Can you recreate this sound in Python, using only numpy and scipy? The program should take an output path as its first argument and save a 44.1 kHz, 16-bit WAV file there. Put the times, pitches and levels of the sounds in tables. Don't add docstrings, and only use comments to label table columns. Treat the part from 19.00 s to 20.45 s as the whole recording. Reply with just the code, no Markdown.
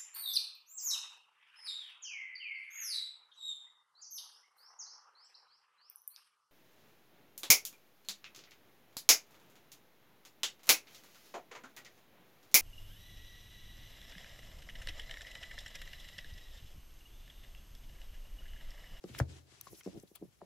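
import sys
import numpy as np
from scipy import signal
from scipy.io import wavfile
from scipy.ndimage import uniform_filter1d, minimum_filter1d

SR = 44100
rng = np.random.default_rng(int(sys.argv[2]) if len(sys.argv) > 2 else 0)


def amplitude_ratio(level_db):
    exponent = np.asarray(level_db, float) / 20
    return 10 ** exponent


def dump_mix(stems):
    frames = np.atleast_2d(stems).T
    limited = np.clip(frames, -1, 1)
    pcm = np.round(limited * 32767).astype(np.int16)
    wavfile.write(sys.argv[1], SR, pcm)


N = 63945


def rms_one(x):
    return x / np.sqrt(np.mean(x ** 2) + 1e-20)


def pan(db):
    return amplitude_ratio(np.array([[db / 2], [-db / 2]]))


def butter(x, order, hz, kind="low"):
    return signal.sosfilt(signal.butter(order, hz, kind, fs=SR, output="sos"), x)


RISE_CYCLES, GLIDE = 0.82, 0.8
UNDER_HZ, UNDER_DB, UNDER_T60_S = 178.4, -14.5, 0.063
OVER_DB, OVER_RATIO, OVER_LEAD_CYCLES = -15.5, 1.926, 0.95


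def slip(t, db, hz, cycles):
    c = t * hz
    rise = np.exp(-(np.minimum(c, 0) / RISE_CYCLES) ** 2)
    falling = c - GLIDE * np.log(np.cosh(np.clip(c, -3, 3) / 2))
    main = amplitude_ratio(-60 * np.maximum(c, 0) / cycles) * np.cos(2 * np.pi * falling)
    under_level = amplitude_ratio(UNDER_DB - 60 * np.maximum(t, 0) / UNDER_T60_S) * min(1, (350 / hz) ** 2)
    under = under_level * np.cos(2 * np.pi * UNDER_HZ * t)
    edge_shape = np.exp(-((c + OVER_LEAD_CYCLES) / 0.46) ** 2)
    over = amplitude_ratio(OVER_DB) * edge_shape * np.cos(2 * np.pi * OVER_RATIO * c)
    return amplitude_ratio(db + 0.5) * (rise * (main + under) + over)


# t/s, peak level/dB, f/Hz, ring/cycles
DECK_SLIPS = [(0.0442, -34.5, 354, 2.4), (.050, -43, 303, 2.3), (0.0614, -47.5, 316, 3.6),
              (0.101, -46, 250, 4.6), (0.1088, -53, 251, 8), (.672, -52.5, 463, 2.2),
              (0.7331, -44, 372, 2.2), (0.745, -53, 367, 15.6), (0.8655, -32.5, 326, 2),
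              (0.8761, -31, 360, 1.8), (0.887, -49.5, 330, 2.2), (0.898, -53, 248, 4),
              (1.037, -44.5, 366, 2.1), (1.117, -50.5, 367, 4.2), (1.2175, -46, 300, 5),
              (1.227, -35, 351, 4.3), (1.2338, -44.5, 285, 3.8), (1.2388, -46, 335, 4.8),
              (1.255, -51, 323, 2.5), (1.4175, -42.5, 801, 18), (1.424, -45, 433, 6.9),
              (1.429, -51, 298, 2.3), (1.441, -64, 189, 8), (.2020, -24.5, 620, 3), (0.2017, -25, 1650, 4),
              (.206, -32.5, 370, 9.3), (0.1495, -37.5, 1390, 2.5), (.0418, -42.5, 510, 1.8),
              (.093, -52, 450, 2.7), (.8695, -42, 247, 2.2), (0.8807, -47.5, 300, 2.7), (.525, -57, 340, 5)]
# t/s, peak level/dB
CREAK_SLIPS = [
    (0.933, -50),
    (0.949, -43.5),
    (0.9581, -48),
    (0.9666, -41.5),
    (.976, -40),
    (0.9858, -55),
    (.993, -52.5),
]
CREAK_HZ, CREAK_CYCLES = 330, 5
DECK_LAG_S, DECK_PAN_DB = 0.00011, 1.45
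DECK_LOW_HZ = 129


def deck():
    t = np.arange(N) / SR + np.array([[DECK_LAG_S], [0]])
    out = np.zeros((2, N))
    creak = [(s, db, CREAK_HZ, CREAK_CYCLES) for s, db in CREAK_SLIPS]
    for s, db, hz, cycles in DECK_SLIPS + creak:
        near = slice(max(int((s - .02) * SR), 0), int((s + .12) * SR))
        out[:, near] += slip(t[:, near] - s, db, hz, cycles)
    return butter(out, 2, DECK_LOW_HZ, "high") * pan(DECK_PAN_DB)


# t/s, peak level/dB
DESK_BLOWS = [
    (.108, -43.5),
    (.150, -48),
    (0.2084, -19),
    (.29, -39),
    (.627, -59),
    (.53, -60),
]
# f/Hz, level/dB, t60/s
DESK_MODES = [(77, -21, 0.037), (81.1, -15.5, 0.55), (118, 2.5, 0.077), (127.1, -21.5, 0.55),
              (253.5, -11.5, 0.084), (335.2, -11, 0.19)]
PUSH_HZ, DESK_PAN_DB = 229, 2


def desk():
    clicks = np.full(N, 1e-18)
    for s, db in DESK_BLOWS:
        clicks[int(s * SR)] = -amplitude_ratio(db - 2)
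    push = butter(clicks, 4, PUSH_HZ)
    out = 0
    for hz, db, t60 in DESK_MODES:
        r, w = amplitude_ratio(-60 / (t60 * SR)), 2 * np.pi * hz / SR
        out = out + amplitude_ratio(db) * signal.lfilter([0, np.sin(w)], [1, -2 * r * np.cos(w), r * r], push)
    return out * pan(DESK_PAN_DB)


# t/s, rms level/dB, centre f/Hz, half length/s, pan/dB
EDGE_SCUFFS = [(.0405, -53, 5000, 0.0011, 8.5), (0.097, -62.5, 2650, 0.013, 0),
               (0.152, -57, 2800, 0.0022, -7), (0.161, -56, 2770, 0.025, 1.5),
               (0.1915, -45.5, 5840, 0.0028, 8), (.190, -49.5, 2240, 0.0075, -10),
               (.191, -50, 12000, 0.009, 18.5), (0.2015, -43.5, 6200, 0.0026, -1),
               (0.208, -55, 900, 0.0077, -12), (0.679, -60, 5100, 0.011, 5.5), (0.81, -63, 2500, 0.0038, 4),
               (1, -54.5, 7000, 0.00091, 8), (0.844, -62.5, 6900, 0.0046, 8), (0.754, -66, 3900, 0.015, 6),
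               (1.028, -64, 11700, 0.004, 19.5), (1.078, -70.5, 3700, 0.0055, 8),
               (1.162, -64.5, 990, 0.008, -8), (1.16, -61.5, 3320, 0.0091, 10.5),
               (1.158, -52.5, 11900, 0.0053, 14), (1.8, -60, 1000, 0.003, 0)]
SCUFF_OCTAVES, SCUFF_GRAIN_DB, SCUFF_LIKENESS = .9, 4.5, .85
PORT_LAG_S = .00004


def scuffs():
    span = np.arange(-2000, 3000)
    t = span / SR
    out = np.zeros((2, N))
    side_gain = np.sqrt((1 - SCUFF_LIKENESS) / (1 + SCUFF_LIKENESS))
    for s, db, hz, half_s, pan_db in EDGE_SCUFFS:
        white = rng.standard_normal((2, len(t)))
        mid, side = white * amplitude_ratio(SCUFF_GRAIN_DB * np.minimum(rng.exponential(1, len(t)), 4))
        band = [hz * 2 ** (-SCUFF_OCTAVES / 2), min(hz * 2 ** (SCUFF_OCTAVES / 2), 16500)]
        noise = rms_one(butter(mid + side_gain * side * [[1], [-1]], 2, band, "band"))
        noise[1] = np.interp(t - PORT_LAG_S, t, noise[1])
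        shape = np.where(t < 0, np.exp(-(t / half_s) ** 2), np.exp(-t / half_s))
        at = int(s * SR) + span
        inside = (at >= 0) & (at < N)
        out[:, at[inside]] += (amplitude_ratio(db) * pan(pan_db) * shape * noise)[:, inside]
    return out


# t/s, f/Hz, peak level/dB, half length/s, pan/dB
EDGE_CHATTER = [(0.0404, 1400, -54, 0.00087, -1), (0.0412, 2700, -57, .0008, 5),
                (.040, 11000, -54.5, .00015, 5), (.6125, 15600, -48, .0006, 5),
                (.6125, 7400, -52, .0005, 6), (.6125, 2600, -55, .0006, 4), (.2015, 1600, -31, .0012, -5),
                (.9425, 5600, -61, .0008, 7), (0.0464, 1200, -58, 0.0017, 2),
                (.1495, 2600, -48, 0.0005, -6), (0.1504, 3700, -51, .0006, -3),
                (0.151, 5700, -55, .0006, 2), (0.1503, 600, -52, 0.001, 7), (.1915, 4880, -45, .002, 6),
                (.191, 3200, -45, .0015, 5), (.1885, 5700, -46.5, .002, 8), (0.6717, 1110, -44, .0027, 4),
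                (.682, 2420, -62.5, 0.0014, 5.5), (.8105, 1460, -58, 0.0027, 3),
                (0.8117, 2130, -56.5, 0.0028, 4), (.810, 3140, -59, .003, 3), (.812, 5600, -61, .002, 4),
                (.8348, 5500, -53, .0007, 6), (.8343, 7200, -55, .0004, 3), (.8352, 2480, -61, 0.0013, 5),
                (.849, 5300, -62, 0.00089, 5), (0.853, 5570, -54.5, .001, 7), (.8615, 900, -49.5, .001, -3),
                (.862, 4200, -61, 0.0007, 4), (.867, 5600, -57, .001, 7), (0.929, 2950, -60.5, 0.00087, 2),
                (0.931, 5500, -61, 0.0011, 7), (1.0765, 3780, -66, 0.0013, 1),
                (1.4165, 1300, -55, 0.0014, -1), (1.412, 750, -60, 0.0035, 0)]
CHATTER_ROUGH, CHATTER_GRAIN_HZ = .6, 700


def chatter():
    span = np.arange(-1000, 1400)
    t = span / SR
    out = np.zeros((2, N))
    for s, hz, db, half_s, pan_db in EDGE_CHATTER:
        shape = np.exp(-(t / (half_s * np.where(t < 0, .8, 1.3))) ** 2)
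        wobble = rms_one(butter(rng.standard_normal(len(t)), 2, CHATTER_GRAIN_HZ))
        tone = np.cos(2 * np.pi * hz * t + CHATTER_ROUGH * wobble)
        out[:, int(s * SR) + span] += amplitude_ratio(db) * pan(pan_db) * shape * tone
    return out


# f/Hz, peak level/dB, t60/s
SNAP_MODES = [(1300, -54, 0.0048), (4000, -47.5, 0.0047), (6020, -43, .012), (8720, -45.5, 0.0049),
              (11330, -40.5, 0.0089), (11930, -39.5, .008), (14300, -43, .006)]
SNAP_S = .6115
# t/s, f/Hz, peak level/dB, t60/s
HARD_CONTACTS = [
    (.668, 1050, -57, 0.08),
    (.668, 1104, -55, 0.037),
]
TICK_RISE, TICK_PAN_DB = 0.055, 7.5


def ticks():
    t, out = np.arange(N) / SR, 0
    for s, hz, db, t60 in HARD_CONTACTS + [(SNAP_S, *mode) for mode in SNAP_MODES]:
        since = np.maximum(t - s, 0)
        rise = 1 - np.exp(-since / (TICK_RISE * t60))
        out = out + amplitude_ratio(db + 5 - 60 * since / t60) * rise * np.sin(2 * np.pi * hz * since)
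    return out * pan(TICK_PAN_DB)


def curve(rows):
    s, db = np.transpose(rows)
    return amplitude_ratio(np.interp(np.arange(N) / SR, s, db))


def at_hz(points, hz):
    points = np.array(points)
    return np.interp(np.log(hz), np.log(points[:, 0]), points[:, 1])


def drift(rate):
    r = np.exp(-80 * np.pi * rate / SR)
    slow = signal.lfilter([1], [1, -2 * r, r * r], rng.standard_normal(N // 40 + 2002))[2000:]
    return np.interp(np.arange(N) / 40, np.arange(len(slow)), rms_one(slow))


# f/Hz, share/0-1
PORT_LIKENESS = [(60, 0.38), (900, 0.13), (3000, 0.068), (15000, 0.4)]


def banded(spectrum, patchy_db, grain_db):
    edges = np.geomspace(spectrum[0][0], spectrum[-1][0], 15)
    white = rng.standard_normal((2, 2, N))
    grains = white * amplitude_ratio(grain_db * np.minimum(rng.exponential(1, N), 2.6))
    out, together = 0, drift(19.0)
    for k, (low, high) in enumerate(zip(edges, edges[1:])):
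        mid, side = butter(grains[k % 2], 2, [low, high], "band")
        hz = np.sqrt(low * high)
        alike = np.clip(at_hz(PORT_LIKENESS, hz), 0, 1)
        gain = amplitude_ratio(at_hz(spectrum, hz) + patchy_db * (1.57 * together + drift(13.4)))
        out = out + gain * (np.sqrt(1 + alike) * mid + np.sqrt(1 - alike) * side * [[1], [-1]])
    return rms_one(out)


# t/s, level/dB
SLIDE_LEVEL = [(0, -80), (.035, -70), (.09, -65.5), (.19, -59.5), (.25, -72), (.30, -61.5), (.39, -62),
               (.43, -77), (.46, -74), (.51, -62), (.59, -67.5), (.66, -68), (.80, -68), (.822, -74.5),
               (.85, -63), (.96, -67.5), (1.06, -77), (1.45, -75.5)]
# f/Hz, level/dB per Hz
SLIDE_SPECTRUM = [(600, 0), (1000, -1.5), (2200, 1), (4600, 0), (7500, -3.5), (9500, -8.5), (12000, -12)]


def sliding():
    return curve(SLIDE_LEVEL) * pan(4.5) * banded(SLIDE_SPECTRUM, patchy_db=1.0, grain_db=3.5)


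# t/s, level/dB
RUB_LEVEL = [(0, -83), (.07, -68.5), (.10, -65), (.18, -57.5), (.24, -80), (.44, -77.5), (.58, -88),
             (.65, -62.5), (.77, -59.5), (.80, -57.5), (.825, -80.5), (.85, -65), (.93, -73.5), (1.0, -70),
             (1.06, -76), (1.10, -67), (1.3, -75), (1.45, -80)]
# f/Hz, level/dB per Hz
RUB_SPECTRUM = [(4500, -22), (5700, -4.5), (8500, -11.5), (11000, -3), (12300, 1.5), (14500, -4),
                (16000, -12)]


def rubbing():
    return curve(RUB_LEVEL) * pan(1.3) * banded(RUB_SPECTRUM, patchy_db=1.5, grain_db=1.5)


# t/s, level/dB
HANDLING_LEVEL = [(0, -73.5), (.08, -61), (.22, -50.5), (.40, -63.5), (.6, -67.5), (.78, -66), (.83, -69.5),
                  (.95, -55.5), (1.08, -73), (1.25, -60), (1.35, -74.5), (1.45, -54)]
# f/Hz, level/dB per Hz
RUMBLE_SPECTRUM = [(35, 5), (70, -6), (130, 0), (220, -18), (340, -5), (500, -15), (900, -27)]


def handling():
    return curve(HANDLING_LEVEL) * banded(RUMBLE_SPECTRUM, patchy_db=2.5, grain_db=.1)


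ROOM_T60_S, WET_DB, WALL_CUT_HZ = .09, -14, 3100


def reflections(x):
    t = np.arange(int(.3 * SR)) / SR
    tail = rng.standard_normal((2, len(t))) * amplitude_ratio(-60 * t / ROOM_T60_S) * (t > .002)
    tail = butter(tail, 1, WALL_CUT_HZ)
    tail = tail / np.sqrt(np.sum(tail ** 2) / 2)
    return amplitude_ratio(WET_DB) * signal.fftconvolve(x, tail, axes=1)[:, :N]


# f/Hz, level/dB per Hz
ROOM_SPECTRUM = [(40, 13), (120, -7), (330, -9.5), (900, -11), (8000, -38), (11500, -15), (13500, -17),
                 (16000, -22)]


def room_tone():
    return amplitude_ratio(-75) * banded(ROOM_SPECTRUM, patchy_db=1.2, grain_db=.1)


def scene():
    cards = deck() + scuffs()
    friction = sliding() + rubbing()
    background = handling() + room_tone()
    wet_cards = cards + reflections(cards)
    return wet_cards + chatter() + ticks() + desk() + friction + background


def thin_band(x, low_hz, high_hz):
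    leak = amplitude_ratio(-20)
    return x * leak + (1 - leak) * butter(x, 2, [low_hz, high_hz], "bandstop")


BURST_RATIO, BURST_SPAN = 5.0, 4.0


def bursts(x):
    power = np.sum(butter(x, 2, 5000, "high") ** 2, axis=0)
    ratio = uniform_filter1d(power, size=128) / (uniform_filter1d(power, size=4096) + 1e-18)
    share = np.clip((ratio - BURST_RATIO) / BURST_SPAN, 0, 1)
    widened = -minimum_filter1d(-share, size=256)
    return uniform_filter1d(widened, size=128)


def low_pass(x):
    return signal.sosfilt(signal.butter(12, 16790, fs=SR, output="sos"), x)


# centre f/Hz, width/Hz
SUM_THIN_BANDS = [(9300, 500), (13200, 2700)]
LOW_CUT_HZ, TOP_HZ, SIDE_TOP_HZ = 56.7, 16050, 15300
SIDE_THIN_BAND_HZ = (10500, 12000)


def record(dry):
    ports = butter(dry, 4, LOW_CUT_HZ, "high")
    left, right = ports
    mid, side = (left + right) / 2, (left - right) / 2
    for hz, width_hz in SUM_THIN_BANDS:
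        mid = thin_band(mid, hz - width_hz / 2, hz + width_hz / 2)
    side = thin_band(thin_band(side, *SIDE_THIN_BAND_HZ), *SIDE_THIN_BAND_HZ)
    mid = signal.sosfilt(signal.cheby2(8, 28, TOP_HZ, fs=SR, output="sos"), mid)
    side = signal.sosfilt(signal.cheby2(8, 30, SIDE_TOP_HZ, fs=SR, output="sos"), side)
    near = bursts(ports)
    mix = near * ports + (1 - near) * np.array([mid + side, mid - side])
    return low_pass(mix)


dry = scene()
out = record(dry)
dump_mix(out)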